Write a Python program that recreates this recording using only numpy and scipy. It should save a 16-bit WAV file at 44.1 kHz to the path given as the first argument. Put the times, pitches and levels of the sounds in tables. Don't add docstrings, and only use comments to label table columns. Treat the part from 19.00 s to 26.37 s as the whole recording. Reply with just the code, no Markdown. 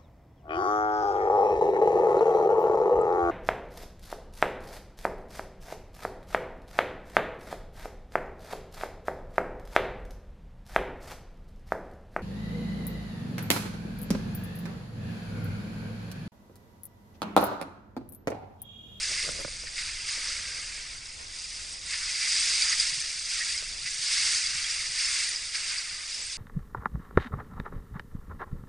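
import sys
import numpy as np
from scipy import signal
from scipy.fft import rfft, irfft, next_fast_len
from scipy.io import wavfile
from scipy.ndimage import map_coordinates

SR = 44100
rng = np.random.default_rng(int(sys.argv[2]) if len(sys.argv) > 2 else 0)


def output_pcm(signal):
    pcm = np.clip(np.atleast_2d(signal).T, -1, 1) * 32767
    wavfile.write(sys.argv[1], SR, np.round(pcm).astype(np.int16))


N = 325017


def amp(db):
    return 10 ** (np.asarray(db) / 20)


def decibels(power):
    return 10 * np.log10(power + 1e-12)


def unit(x):
    return x / np.sqrt(np.mean(x ** 2) + 1e-20)


def along(points, hz):
    f, v = np.transpose(points)
    return np.interp(np.log(hz + 1), np.log(f + 1), v)


def wobble(rate):
    return map_coordinates(rng.standard_normal(int(N * rate / SR) + 4), [np.arange(N) * rate / SR])


def filtered(x, response):
    m = next_fast_len(N + SR // 2)
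    return irfft(rfft(x, m) * response(np.fft.rfftfreq(m, 1 / SR)), m)[..., :N]


def equalised(x, eq):
    return filtered(x, lambda hz: amp(along(eq, hz)))


def add(track, s, sound):
    start = max(0, round(s * SR))
    part = track[..., start:start + sound.shape[-1]]
    part += sound[..., :part.shape[-1]]


def swell(s, rise, hold, t60):
    t = np.arange(N) / SR - s
    attack = np.exp(-np.clip(-t / rise, 0, 10) ** 2)
    return attack * amp(-60 * np.maximum(t - hold, 0) / t60) ** 2


def grains(level_db, count, band_hz, cycles, samples, scatter_db=0, rise=0):
    density = amp(level_db / 2)
    start = np.searchsorted(np.cumsum(density) / density.sum(), rng.random(count)).clip(0, N - 1)
    hz = rng.uniform(*band_hz, (count, 1))
    life = cycles / hz * np.exp(rng.normal(0, 0.52, (count, 1)))
    strength = amp(scatter_db * np.minimum(rng.exponential(1, (count, 1)), 4))
    t = np.arange(samples) / SR
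    age = t / life
    glide = 1 + rise * np.minimum(age, 2)
    rings = strength / np.sqrt(life) * age * np.exp(-2 * age) * np.sin(2 * np.pi * hz * t * glide)
    cloud = np.bincount((start[:, None] + np.arange(samples)).ravel(), rings.ravel(), N + samples)[:N]
    return unit(cloud / np.sqrt(density))


# moment of full force,
# rise and hold in seconds, then ice, splash and gurgle levels in dB.
SURGES = [(0.0, .02, .23, -31.5, -38, -52.5), (0.78, .02, .03, -35.5, -39.5, -54),
          (0.89, .04, .09, -41, -42.5, -53.5), (1.09, .025, .05, -33.5, -39.5, -51.5),
          (1.28, .08, .07, -36.5, -40, -50), (1.52, .13, .27, -41, -46, -60),
          (2.38, .05, .33, -40.5, -52, -66), (2.93, .06, .18, -34, -40, -52),
          (3.36, .15, .18, -26.5, -35.5, -48.5), (3.63, .05, .09, -28, -37, -47.5),
          (3.8, .012, .01, -27.5, -38.5, -56), (4.34, .06, .2, -32.5, -40, -54.5),
          (4.89, .06, .15, -34, -45, -62), (5.16, .09, .19, -26.5, -35, -47),
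          (5.62, .18, .2, -33.5, -38.3, -52), (6.04, .09, .2, -29.5, -36.5, -50),
          (6.555, .02, .03, -34.5, -40, -50), (6.69, .04, .08, -35.5, -39, -49.5),
          (7.2, .18, .12, -38, -49, -66)]

def surges(release_t60_s=0.7, wake_t60_s=4.2, wake_db=-5.5):
    power = amp([[-45.5], [-56], [-70]]) ** 2
    wake_share = amp(wake_db) ** 2
    for s, rise, hold, *levels_db in SURGES:
        push = (1 - wake_share) * swell(s, rise, hold, release_t60_s)
        wake = wake_share * swell(s, rise, hold, wake_t60_s)
        power = power + np.outer(amp(levels_db) ** 2, push + wake)
    return decibels(power)


# frequency in Hz, gain in dB.
ICE_EQ = [(900, -37.5), (2000, -12.5), (3100, -7), (3600, -5.5), (5500, -4), (7000, -6), (9100, -6),
          (9750, -16), (11000, -20.5)]

def shards(level_db):
    ticks = grains(level_db, count=60000, band_hz=(1530, 11260), cycles=1.2, samples=64, scatter_db=1)
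    tinkle = grains(level_db, count=6500, band_hz=(2402, 10490), cycles=29, samples=750, scatter_db=2.5)
    wash = rng.standard_normal(N)
    clumps = amp(0.5 * wobble(55) + 0.3 * wobble(17))
    return amp(level_db) * clumps * housed(ticks + amp(-3.5) * tinkle + amp(2.5) * wash, ICE_EQ)


# hit time in seconds, pitch in Hz, level in dB.
CLINKS = [(0.031, 4950, -23.5), (1.089, 4970, -28), (1.110, 6600, -29), (2.388, 4740, -31),
          (2.442, 4930, -30), (2.727, 8000, -35), (2.909, 7900, -32), (3.397, 8300, -22),
          (3.622, 4580, -17), (3.696, 6400, -21), (3.800, 4780, -14), (3.871, 5150, -23),
          (4.003, 8960, -31), (4.015, 6100, -27), (4.335, 4900, -28), (4.578, 4860, -25),
          (5.130, 5000, -23), (5.341, 6200, -23), (5.463, 4700, -21), (5.644, 3210, -29),
          (6.047, 5200, -22), (6.291, 9040, -28), (6.360, 4900, -23), (6.783, 4650, -24),
          (7.145, 5080, -27), (7.223, 7600, -30), (7.265, 8360, -30.5)]

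def clinks(ring_t60_s=0.042, mode_ratio=1.018, scrape_s=0.03):
    rings, cracks = np.zeros((2, N))
    t = np.arange(SR // 10) / SR
    for s, hz, db in CLINKS:
        pair = np.sin(2 * np.pi * hz * t) + 1.62 * np.sin(2 * np.pi * hz * mode_ratio * t)
        attack = 1 - np.exp(-t / 0.002)
        add(rings, s - 0.001, amp(db - 60 * t / ring_t60_s) * attack * pair)
        crack_db = db - 2 - 60 * abs(t - scrape_s) / 0.025
        add(cracks, s - scrape_s, amp(crack_db) * rng.standard_normal(len(t)))
    return rings + equalised(cracks, ICE_EQ)


# frequency in Hz, gain in dB.
SPLASH_EQ = [(700, -39), (1250, -12), (1650, -2.5), (2300, 0.5), (2850, -0.5), (3300, -5.5), (5000, 1.5),
             (9000, -55)]
GURGLE_EQ = [(300, -24), (700, -22), (950, -11), (1250, -1), (1550, -2.5), (1900, -2.5), (3000, -33)]

def water(splash_db, gurgle_db):
    small = grains(splash_db, count=6000, band_hz=(1319.6, 3588), cycles=14.4, samples=1000, rise=0.0084)
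    large = grains(gurgle_db, count=3200, band_hz=(660, 1901), cycles=10.3, samples=1300,
                   scatter_db=0.5, rise=0.021)
    spray = rng.standard_normal((2, N))
    splash = amp(splash_db) * housed(small + 1.65 * spray[0], SPLASH_EQ)
    gurgle = amp(gurgle_db) * housed(large + 1.34 * spray[1], GURGLE_EQ)
    return (splash + gurgle) * amp(0.38 * wobble(45))


# time in seconds, bubble pitch in Hz,
# bubble level in dB, spray level in dB.
SLAPS = [(0.185, 2066, -33, -38), (0.675, 1790, -43, -39), (0.79, 2033, -39, -34.5),
         (1.095, 2180, -42, -37), (2.94, 1810, -35, -31.5), (3.225, 2290, -32, -30.5),
         (3.728, 1940, -31, -27), (4.414, 1890, -27, -41), (4.868, 1950, -32, -31), (6.554, 1560, -40, -31),
         (6.708, 1550, -41, -33)]

def slaps(count=4, closing_s=0.009):
    bubbles, puffs = np.zeros((2, N))
    t = np.arange(SR // 20) / SR
    around = np.arange(-SR // 20, SR // 20) / SR
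    for s, hz, bubble_db, spray_db in SLAPS:
        add(puffs, s + around[0], amp(spray_db) * np.exp(-0.5 * (around / closing_s) ** 2))
        envelope = amp(bubble_db + 2.5 - 60 * t / 0.037) * (1 - np.exp(-t / 0.0006))
        for place in np.linspace(-1, 1, count):
            jitter, detune = rng.standard_normal(2)
            phase = 2 * np.pi * hz * (1 + 0.032 * detune) * t * (1 + t)
            add(bubbles, s + closing_s * (0.77 * place + 0.213 * jitter), envelope * np.sin(phase))
    return bubbles + puffs * housed(rng.standard_normal(N), SPLASH_EQ)


# centre in Hz, width in Hz, gain in dB.
HOUSING_BANDS = [(910, 75, 4), (2115, 420, 5.5), (2690, 110, 2), (3070, 360, -3.5), (4220, 220, -1.5),
                 (4610, 440, 3.5), (4962, 456, 6.5), (6020, 800, 2), (8800, 650, 1), (10340, 350, 4.5)]

def housed(x, eq):
    def housing_db(hz):
        return sum(db / (1 + (2 * (hz - centre) / width) ** 2) for centre, width, db in HOUSING_BANDS)
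    return unit(filtered(x, lambda hz: amp(along(eq, hz) + housing_db(hz))))


# frequency in Hz, left-right likeness (1 is mono).
STEREO_LIKENESS = [(500, 0.55), (1100, 0.79), (2000, 0.96), (4000, 0.91), (4900, 0.99), (6000, 0.9),
                   (8000, 0.95), (10000, 0.88)]

def ice_scatter(x, t60_s=0.088):
    def width_angle(hz):
        return np.arccos(along(STEREO_LIKENESS, hz)) / 2
    t = np.arange(SR // 16) / SR
    tail = rng.standard_normal(len(t)) * amp(-60 * t / t60_s)
    scattered = signal.fftconvolve(x, tail / np.linalg.norm(tail))[:N]
    mid = filtered(x, lambda hz: np.cos(width_angle(hz)))
    side = filtered(scattered, lambda hz: np.sin(width_angle(hz)))
    return np.array([mid + side, mid - side]) * amp([[-0.25], [0.25]])


# start in seconds, level in dB.
KNOCKS = [(0.279, -39), (0.2892, -31), (0.389, -38.5), (0.400, -41), (0.448, -30.5), (0.479, -42),
          (0.636, -45), (1.176, -46.5), (1.777, -49), (4.624, -45)]
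# pitch in Hz, gain in dB, seconds to fall by 60 dB.
MOUNT_MODES = [(140, -6, 0.075), (220, -8, 0.048), (314, -7, 0.045), (447, -8, 0.014), (516, 1.5, 0.031),
               (605, -0.5, 0.047), (770, -17, 0.017), (1110, -6, 0.019), (1250, -2, 0.021),
               (1484, -1.5, 0.029)]

def knocks():
    track, t = np.zeros((2, N)), np.arange(SR // 8) / SR
    for s, db in KNOCKS:
        for hz, mode_db, t60 in MOUNT_MODES:
            phases = rng.normal(0, 1) + np.array([[1], [-1]]) * rng.normal(0.42, 0.25)
            ring = np.sin(2 * np.pi * hz * (1 + rng.normal(0, 0.035)) * t + phases)
            attack = 1 - np.exp(-t * hz / 0.52)
            add(track, s, amp(db + mode_db - 60 * t / t60) * attack * ring)
    return track * amp([[-1.5], [1.5]])


# moment of full force in seconds, hold in seconds, level in dB.
RUBS = [(0.105, 0.039, -55.5), (.27, 0.2, -51), (.64, .04, -58), (1.166, 0.535, -60)]
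# frequency in Hz, gain in dB.
RUB_EQ = [(40, 3.5), (100, -6), (200, -5.5), (400, -3.5), (560, 0.5), (800, -14), (1200, -11),
          (2000, -13.5)]

def rubs(rise_s=0.035, t60_s=0.36):
    level_db = decibels(sum(amp(db) ** 2 * swell(s, rise_s, hold, t60_s) for s, hold, db in RUBS))
    mid, side = unit(equalised(rng.standard_normal((2, N)), RUB_EQ))
    return amp(level_db + 5.1 * wobble(50.5)) * (mid + 0.67 * side * np.array([[1], [-1]]))


# time in seconds, level in dB.
THUMPS = [(0.16, -45), (3.924, -44), (3.976, -42), (4.85, -46.5), (4.991, -48), (5.551, -41.5), (5.89, -46),
          (6.921, -48)]

def thumps(hz=140, rise_s=0.009):
    track, t = np.zeros(N), np.arange(SR // 8) / SR
    age = t / rise_s
    thump = (age * np.exp(1 - age)) ** 2 * np.sin(2 * np.pi * hz * t)
    for s, db in THUMPS:
        add(track, s - 0.004, amp(db - 5) * thump)
    return track


# time in seconds, level in dB.
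RUMBLE_LEVELS = [(0, -51.5), (.42, -47), (.6, -50), (1.9, -52), (2.95, -52.5), (3.15, -52.5), (4.1, -54.5),
                 (5.4, -53.5), (6.4, -56.5), (7.37, -57)]
# frequency in Hz, gain in dB.
RUMBLE_EQ = [(10, -6.5), (26, 0), (42, -7.5), (65, -9.5), (85, -9), (110, -19), (135, -17.5), (200, -25.5),
             (400, -32.5), (1000, -67)]
AIR_EQ = [(60, -9.5), (200, -2.5), (330, -0.5), (520, 2), (750, 0.5), (1500, -1), (5000, -6.5),
          (11000, -27)]

def rumble_and_air():
    rumble_db = np.interp(np.arange(N) / SR, *np.transpose(RUMBLE_LEVELS))
    rumble = amp(rumble_db + wobble(11)) * unit(equalised(rng.standard_normal(N), RUMBLE_EQ))
    mid, side = unit(equalised(rng.standard_normal((2, N)), AIR_EQ))
    hiss = amp(-61) * mid + amp(-55.5) * side * np.array([[1], [-1]])
    return rumble + hiss * amp(1.75 * wobble(15))


def scene():
    ice_db, splash_db, gurgle_db = surges()
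    swimmer = shards(ice_db) + water(splash_db, gurgle_db) + clinks() + slaps()
    return ice_scatter(swimmer) + knocks() + rubs() + thumps() + rumble_and_air()


def record(dry, top_hz=11050):
    return filtered(dry, lambda hz: hz < top_hz)


dry = scene()
out = record(dry)
output_pcm(out)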